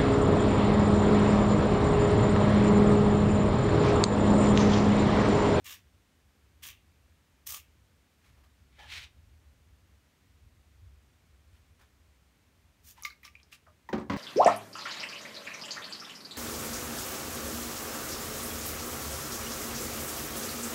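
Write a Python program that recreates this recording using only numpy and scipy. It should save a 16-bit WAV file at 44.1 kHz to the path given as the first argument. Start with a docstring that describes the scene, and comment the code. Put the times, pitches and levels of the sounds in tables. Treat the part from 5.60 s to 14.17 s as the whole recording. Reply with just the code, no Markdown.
"""A pump bottle mists a wet painting with three short squirts, then a slow, airy one, in a quiet room.
Jets are coloured noise broken into droplets; soft brushing is brief swells of broad noise.
After one last weak puff the plastic bottle is put down among the painting things with a clatter:
short buzzes of contact set its modes ringing. Then the table is bumped and a paint tray judders as it
is pushed along, both as struck modes with dying noise. A low rumble and a faint hiss lie underneath."""
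import sys
import numpy as np
from scipy import signal
from scipy.fft import rfft, irfft, next_fast_len
from scipy.io import wavfile

SR = 44100
rng = np.random.default_rng(int(sys.argv[2]) if len(sys.argv) > 2 else 0)


def generate_wav(signal):
    """Clip the signal to [-1, 1] and save it as 16-bit WAV at the path in sys.argv[1]."""
    frames = np.transpose(np.atleast_2d(signal))
    scaled = np.clip(frames, -1, 1) * 32767
    pcm = np.round(scaled).astype(np.int16)
    wavfile.write(sys.argv[1], SR, pcm)


N = 377937
TIME = np.arange(N) / SR  # [s]


def from_db(db):
    """Level to gain: 20 dB is a factor of ten in amplitude."""
    return 10 ** (np.asarray(db) / 20)


def rms_one(x):
    """Normalise the mean power: scale to rms 1."""
    return x / np.sqrt(np.mean(x ** 2) + 1e-20)


def at_hz(points, hz):
    """Pitch is heard in ratios: read a table along a log-frequency axis."""
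    f, value = np.transpose(points)
    return np.interp(np.log(np.maximum(hz, 1)), np.log(f), value)


def coloured(spectrum, size):
    """Spectral shaping: white noise weighted by a colour; its level follows the colour's densities."""
    hz = np.arange(size // 2 + 1) * SR / size
    white = rfft(rng.standard_normal(size))
    return irfft(white * from_db(at_hz(spectrum, hz)), size)


def noise(spectrum):
    """Stationary turbulence: steady noise of a given colour, rms 1."""
    return rms_one(coloured(spectrum, next_fast_len(N))[:N])


def flutter(per_s):
    """Random modulation: lines between random knots, per_s of them a second, with a spread of 1."""
    knots = rng.standard_normal(N)
    return rms_one(np.interp(TIME * per_s, np.arange(N), knots))


def high_pass(x, hz):
    """Fourth-order filtering: the bass falls by 24 dB per octave below the corner."""
    return signal.sosfilt(signal.butter(4, hz, "high", fs=SR, output="sos"), x)


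def add(out, s, sound):
    """Superposition: mix a sound in from time s."""
    at = int(round(s * SR))
    out[at:at + len(sound)] += sound[:N - at]


def ring(modes, uneven_db):
    """Modal decay: a blow excites every mode with a strength of its own, and each dies exponentially."""
    t = TIME[:SR // 2]
    chance = rng.standard_normal(len(modes))
    out = np.zeros(len(t))
    for k, (hz, db, t60) in enumerate(modes):
        gain = (-1) ** k * from_db(db + uneven_db * chance[k])
        out += gain * np.exp(-np.log(1000) * t / t60) * np.sin(2 * np.pi * hz * t)
    return out


def dying_noise(spectrum, t60s):
    """High modal density: countless modes merge into noise that starts at rms 1 and dies band by band."""
    size = SR // 2
    hz = np.arange(size // 2 + 1) * SR / size
    start = rfft(rms_one(coloured(spectrum, size)))
    edges = [0, 300, 600, 1200, 2400, 4800, 9600, SR / 2]  # [Hz]
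    out = np.zeros(size)
    for low, high in zip(edges, edges[1:]):
        t60 = at_hz(t60s, (low + high) / 2)
        band = irfft(start * (hz >= low) * (hz < high), size)
        out += band * np.exp(-np.log(1000) * TIME[:size] / t60)
    return out


def stroke(start, attack, length, fall_db_per_s):
    """Pressure envelope of one push: it rises, holds to the end of its length and dies exponentially."""
    t = TIME - start
    fall_db = np.minimum(fall_db_per_s * np.maximum(t - length, 0), 100)
    return np.clip(t / attack, 0, 1) ** 2 * from_db(-fall_db)


def spray(grain_db, sputter_s, spurt_db):
    """Jet break-up: rushing air tears into hissing droplets that land; air in the nozzle makes it spit."""
    # strokes of the pump: (start [s], attack [s], length [s], rush of air [dB], hiss of mist [dB],
    # mist landing on the paper [dB], lingering wisp [dB])
    squirts = [(.037, 0.018, 0.11, -48, -48.5, -74, -72), (1.017, .014, 0.082, -50, -48.5, -78, -56),
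               (1.858, .012, 0.11, -52.5, -40.5, -56.5, -56.5), (7.211, 0.074, .1, -63.5, -50, -88, -80)]
    # sputters of the nozzle: (time [s], level [dB])
    sputters = [(0.046, -52), (1.069, -43), (1.076, -43), (1.874, -41), (1.9072, -34.5)]
    # colours of the air, the mist, its landing on the paper and the narrow, wet hiss that outlasts
    # each squirt: (frequency [Hz], density [dB per Hz])
    air_colour = [(400, -69), (750, -24), (1000, -10), (1170, 1), (1350, -17), (1720, -2), (2100, -2),
                  (2750, 2.5), (3500, 2), (4100, -8.5), (6000, -6), (12000, -24)]
    mist_colour = [(1500, -22), (4000, -6), (5000, -2), (5900, 1), (7200, .5), (7800, -3.5), (8400, -1),
                   (9500, -1), (10300, -7), (11300, -2.5), (12300, -2.5), (12900, 1.5), (14100, 2.5),
                   (15600, -1)]
    paper_colour = [(400, -25), (620, -14), (780, -5.5), (950, -6), (1180, 3.5), (1400, -8.5), (2000, -26),
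                    (4000, -33)]
    wisp_colour = [(1500, -31), (2150, -4), (2700, 2), (3400, -9), (4500, -24)]
    swell_range_db = 2  # pressure swells towards mid-stroke
    # after the stroke each part dies at its own rate [dB/s]
    air_fall, mist_fall, landing_fall, wisp_fall = 409, 514, 900, 202
    flight_s = 0.03  # the mist starts to reach the paper this much later
    drop_db = -10.5  # patter of the bigger drops, relative to the rush of air

    air, mist, landing, wisp = np.zeros((4, N))
    for s, attack, length, air_db, mist_db, paper_db, wisp_db in squirts:
        progress = np.clip((TIME - s) / length, 0, 1)
        swell_db = swell_range_db * (np.sin(np.pi * progress) - .5)
        air += from_db(air_db + swell_db) * stroke(s, attack, length, air_fall)
        mist += from_db(mist_db + swell_db) * stroke(s, attack, length, mist_fall)
        arrival = stroke(s + flight_s, attack, length - flight_s, landing_fall)
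        landing += from_db(paper_db + swell_db) * arrival
        # the wisp builds up over the whole stroke
        wisp += from_db(wisp_db) * stroke(s, length, length, wisp_fall)
    for s, db in sputters:
        mist += from_db(db) * np.exp(-np.minimum(((TIME - s) / sputter_s) ** 2, 20))
    # fine grain and slower spurts
    droplets = from_db(grain_db * (flutter(2500) - 1.24) + spurt_db * flutter(260))
    jet = air * noise(air_colour) + mist * noise(mist_colour)
    jet += landing * noise(paper_colour) + wisp * noise(wisp_colour)
    return droplets * jet + from_db(drop_db) * air * patter()


def patter(count=16):
    """Random impacts: drops of random size each excite a short tick at one of a set of pitches; rms 1."""
    drops_per_s, spread_db = 800, 3
    low_hz, high_hz, t60_cycles = 1670, 7000, 22

    sizes = from_db(spread_db * np.minimum(rng.exponential(1, N), np.pi)) * rng.choice([-1, 1], N)
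    drops = sizes * (rng.random(N) < drops_per_s / SR)
    dealt = rng.integers(0, count, N)
    out = np.zeros(N)
    for k, hz in enumerate(np.geomspace(low_hz, high_hz, count)):
        # two-pole resonator: radius sets the decay, angle the pitch
        radius = np.exp(-np.log(1000) * hz / (t60_cycles * SR))
        angle = 2 * np.pi * hz / SR
        poles = [1, -2 * radius * np.cos(angle), radius * radius]
        out += signal.lfilter([0, np.sin(angle)], poles, drops * (dealt == k) + 1e-18)
    return rms_one(out)


def slow_press(gain_db, grain_db, split_hz, flutter_db):
    """Turbulent flow: a longer, duller rush, brighter as it strengthens, led in by a hollow, wavering hiss."""
    # flow, mostly air and little mist: (time [s], level before gain_db [dB])
    flow = [(3.12, -73), (3.186, -63.5), (3.192, -54), (3.268, -57.5), (3.322, -43), (3.38, -43),
            (3.41, -49.5), (3.436, -47), (3.52, -81)]
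    # colours of the airy jet and of the hollow hiss: (frequency [Hz], density [dB per Hz])
    swish_colour = [(300, -21), (600, -19), (880, -13), (1100, -14), (1700, -5), (2100, 1), (3100, -0.5),
                    (3900, -2), (5000, -9.5), (5800, -9.5), (7300, -15.5), (9300, -19), (10400, -23),
                    (15500, -28)]
    leak_colour = [(400, -13), (700, -4.5), (850, 3.5), (1080, -11), (1450, -9), (1580, -23), (1730, 7.5),
                   (1950, -30), (2800, -20), (3150, -2), (3500, -23), (3850, -19), (4500, -34), (7000, -35)]
    full_flow_db, bright_db_per_db = -46, 0.16  # the stronger the flow, the brighter the rush
    leak_db = -55.5

    level_db = np.interp(TIME, *np.transpose(flow), left=-140, right=-140)
    rush = noise(swish_colour) * from_db(grain_db * flutter(600))
    low = signal.sosfilt(signal.butter(2, split_hz, fs=SR, output="sos"), rush)
    high = signal.sosfilt(signal.butter(2, split_hz, "high", fs=SR, output="sos"), rush)
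    tilt = from_db(np.clip(bright_db_per_db * (level_db - full_flow_db), -10, 10))
    # the bands are opposite in phase at the split, so subtracting joins them
    press = from_db(level_db + gain_db) * (low / tilt - high * tilt)
    leak = stroke(3.178, attack=0.01, length=0.07, fall_db_per_s=200) * noise(leak_colour)
    return press + from_db(leak_db + flutter_db * flutter(150)) * leak


def taps(skirt_db, low_hz, bottle_low_hz, rise_share, sizzle_db, sizzle_s):
    """Impact excitation: each contact buzzes around its own pitch; the hollow bottle rings and sizzles."""
    # small things knocking: (time [s], click level [dB], click pitch [Hz], click width [octaves],
    # bottle ring level [dB])
    contacts = [(7.378, -53, 934, 0.11, -82), (7.4238, -36.5, 11800, 0.31, -52),
                (7.435, -34.5, 6200, 0.1, -51), (7.4492, -33.5, 3920, 0.37, -54),
                (7.451, -29, 2124, 0.087, -33), (7.502, -46, 4160, 0.13, -58), (7.504, -53, 1620, .27, -75),
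                (7.52, -58, 2200, .24, -61), (7.631, -53, 14000, .2, -72), (7.632, -48, 2180, .17, -66),
                (7.651, -42.5, 5350, 0.16, -48), (7.678, -47.5, 2240, .22, -58),
                (7.753, -43.5, 2430, 0.1, -72), (7.799, -56.5, 2830, 0.45, -75),
                (7.831, -53, 5140, 0.27, -80), (7.925, -44.5, 2610, 0.12, -57),
                (8.066, -56, 1310, 0.31, -85), (8.073, -57.5, 630, 0.062, -83),
                (8.082, -57, 1200, 0.28, -81), (8.289, -41, 1900, 0.092, -57),
                (8.289, -38.5, 920, .14, -56), (8.399, -55.5, 7900, 0.16, -80)]
    # modes of the bottle: (frequency [Hz], level [dB], t60 [s])
    bottle_modes = [(1184, 0, .065), (2099, -11, .11), (2190, -7, .05), (2385, -16, .08), (3047, -13, .045),
                    (3700, -15, .02), (4100, -14, .03), (5905, -15, .022), (6465, -15, .022)]
    # brief bright sizzle of a blow on the bottle: (frequency [Hz], density [dB per Hz])
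    sizzle_colour = [(1000, -11), (3000, -6), (6000, 4), (9000, -12), (14000, -4)]
    click_cycles = 10.8  # fade in cycles of the click's own pitch: high ones are shorter
    hard_db, shorter_db_per_db = -41, 0.1  # blows harder than this let go sooner

    clicks, bottle, sizzle = np.zeros((3, N))
    size = SR // 2
    t = TIME[:size]
    freq = np.maximum(np.arange(size // 2 + 1) * SR / size, 1)
    for s, db, hz, width, bottle_db in contacts:
        octaves = np.log2(freq / hz)
        fade_s = click_cycles / hz * from_db(-shorter_db_per_db * max(db - hard_db, 0))
        # a narrow peak on a broad skirt
        colour = 1 / (1 + (octaves / width) ** 4)
        colour += from_db(skirt_db) / (1 + (octaves / 2) ** 2) ** np.pi
        fade = np.exp(-t / fade_s)
        # longer contacts also start more softly
        rise = 1 - np.exp(-t / (rise_share * fade_s))
        click = irfft(rfft(rng.standard_normal(size)) * colour, size) * rise * fade
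        # the level sets the energy of the click
        click *= np.sqrt(np.sum(fade ** 2) / np.sum(click ** 2))
        add(clicks, s, from_db(db) * click)
        add(bottle, s, from_db(bottle_db) * ring(bottle_modes, 1))
        add(sizzle, s, from_db(bottle_db + sizzle_db) * np.exp(-t / sizzle_s))
    # small things radiate no bass
    return high_pass(clicks, low_hz) + high_pass(bottle, bottle_low_hz) + sizzle * noise(sizzle_colour)


def knocks(blows, modes, clatter_db, crack_db, crack_s):
    """Modal impact: heavy blows give a short crack, the low modes of the body and a dying clatter."""
    # colour of the dense, short-lived clatter: (frequency [Hz], density [dB per Hz])
    clatter_colour = [(60, -5), (110, 2), (200, 3), (500, -3), (1100, 0.5), (2000, -7), (3000, -12),
                      (5500, -19), (7000, -25.5), (10000, -45), (16000, -39)]
    # its decay: (frequency [Hz], t60 [s])
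    clatter_t60 = [(200, 0.59), (1000, 0.28), (2500, 0.17), (6000, 0.12), (16000, 0.2)]

    out = np.zeros(N)
    for s, db in blows:
        crack = dying_noise(clatter_colour, clatter_t60) * np.exp(-TIME[:SR // 2] / crack_s)
        clatter = dying_noise(clatter_colour, clatter_t60)
        blow = ring(modes, 0.54) + from_db(clatter_db) * clatter + from_db(crack_db) * crack
        add(out, s, from_db(db) * blow)
    return out


def table_bumps():
    """Impulsive excitation of a plate: blows on the table ring its low modes."""
    # blows on the table: (time [s], level [dB])
    bumps = [(8.2915, -51.5), (8.3285, -27.5), (8.3805, -38), (8.411, -46.5)]
    # modes of the table: (frequency [Hz], level [dB], t60 [s])
    table_modes = [(75.5, -17.5, 0.37), (187, 2.5, 0.1), (218, -0.5, 0.32), (246, -3.5, 0.23),
                   (290.4, -3.5, 0.22), (364.6, 1, 0.18), (488, 1, 0.046), (557, -2, 0.1), (635, -15, 0.18),
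                   (777, -7.5, 0.19), (844, -19, 0.22), (1194, -18, 0.21), (1700, -19.5, 0.28)]
    return knocks(bumps, table_modes, clatter_db=-5.5, crack_db=-9.5, crack_s=0.0088)


def tray_slips():
    """Stick-slip: the pushed tray lets go in jerks, each striking its modes."""
    # slips of the tray: (time [s], level [dB])
    slips = [(8.498, -27), (8.5195, -32.5), (8.5335, -31.5), (8.563, -34.5)]
    # modes of the tray: (frequency [Hz], level [dB], t60 [s])
    tray_modes = [(92.7, -5, 0.08), (206, 1.5, 0.17), (278.5, -5, 0.21), (493, -8.5, 0.071),
                  (567, -16, 0.33), (996, -6.5, 0.12), (1105, -10.5, 0.071), (1310, -12, 0.062),
                  (1670, -24, 0.055), (2080, -5.5, 0.034)]
    return knocks(slips, tray_modes, clatter_db=-6, crack_db=-9.0, crack_s=0.0095)


def rustles():
    """Friction noise: soft brushing of hands and things, quick to swell and slower to fade."""
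    # brushings: (time [s], level [dB], fade [s], centre [Hz])
    brushings = [(2.66, -68.5, 0.06, 1950), (2.78, -69.5, 0.027, 900), (2.846, -69.5, 0.018, 1290),
                 (5.95, -73, 0.034, 2200), (6.209, -63.5, 0.025, 1290), (7.387, -62, 0.031, 2000),
                 (7.652, -53.5, 0.019, 2600), (7.929, -54.5, .019, 3170)]
    rise_share = 0.43  # rise as a share of the fade

    out = np.zeros(N)
    for s, db, fade_s, hz in brushings:
        colour = [(hz / 8, -22), (hz / 2, -3), (hz, 0), (hz * 3, -10), (hz * 8, -20)]
        width = fade_s * np.where(TIME < s, rise_share, 1)
        swell = np.exp(-.5 * np.minimum(((TIME - s) / width) ** 2, 100))
        out += from_db(db) * swell * noise(colour)
    return out * from_db(2 * flutter(200))


def room(x, wet_db, delay_s):
    """Reverberation: diffuse reflections of a small room die at a rate set by frequency."""
    colour = [(100, 3.0), (2500, 1), (8000, 0.0), (16000, -4.0)]  # (frequency [Hz], density [dB per Hz])
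    t60s = [(300, 0.11), (2500, 0.2), (8000, 0.17), (16000, 0.2)]  # (frequency [Hz], t60 [s])
    tail = dying_noise(colour, t60s)
    echoes = np.zeros(N)
    add(echoes, delay_s, tail / np.sqrt(np.sum(tail ** 2)))
    return x + from_db(wet_db) * signal.fftconvolve(x, echoes[:SR])[:N]


def low_rumble():
    """Band-limited noise: the room's low rumble wavers and rises and falls in level."""
    # level of the rumble, before its wavering: (time [s], level [dB])
    rumble_levels = [(0.0, -64), (0.57, -69), (1.12, -62), (1.8, -69.5), (1.92, -54), (1.94, -66),
                     (2.65, -68.5), (2.69, -57.5), (2.9, -64.5), (3.31, -57.5), (4.32, -63), (4.45, -70.5),
                     (4.8, -63.5), (4.84, -53.5), (5.14, -69), (5.23, -55.5), (5.6, -63.5), (8.2, -68)]
    # colour of the rumble: (frequency [Hz], density [dB per Hz])
    rumble_colour = [(20, -33), (32, -24), (45, -9.5), (68, 4.5), (90, 0), (125, -12), (200, -33.5),
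                     (400, -67)]
    waver_db = 1.6
    level_db = np.interp(TIME, *np.transpose(rumble_levels)) + waver_db * flutter(12)
    return from_db(level_db) * noise(rumble_colour)


def room_hiss():
    """Stationary noise: the faint steady hiss of the room."""
    # colour of the hiss: (frequency [Hz], density [dB per Hz])
    hiss_colour = [(76, -48), (130, -0.5), (172, -3), (252, -4), (350, -9.5), (570, -12.5), (800, -14.5),
                   (2200, -15), (4900, -21.5), (6200, -22), (9500, -25.5), (10400, -29), (11500, -26),
                   (15500, -30)]
    return from_db(-69.5) * noise(hiss_colour)


def scene():
    """Superposition: spray and handling over the room's rumble and a faint hiss."""
    jets = spray(grain_db=2.0, sputter_s=0.0022, spurt_db=2.0)
    jets += slow_press(gain_db=-2, grain_db=1.5, split_hz=1160, flutter_db=1.5)
    airy = room(jets + rustles(), wet_db=-12, delay_s=.005)
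    contacts = taps(skirt_db=-22.5, low_hz=510, bottle_low_hz=1030,
                    rise_share=0.07, sizzle_db=-7.5, sizzle_s=0.011)
    clatter = room(contacts, wet_db=-8.5, delay_s=.004)
    heavy = high_pass(table_bumps() + tray_slips(), hz=58)
    return (airy + clatter + heavy + room_hiss() + low_rumble())[None]


def record(dry):
    """Band limiting: an elliptic low-pass cuts the top steeply above 15.7 kHz."""
    return signal.sosfilt(signal.ellip(12, .1, 80, 15700, fs=SR, output="sos"), dry)


dry = scene()
out = record(dry)
generate_wav(out)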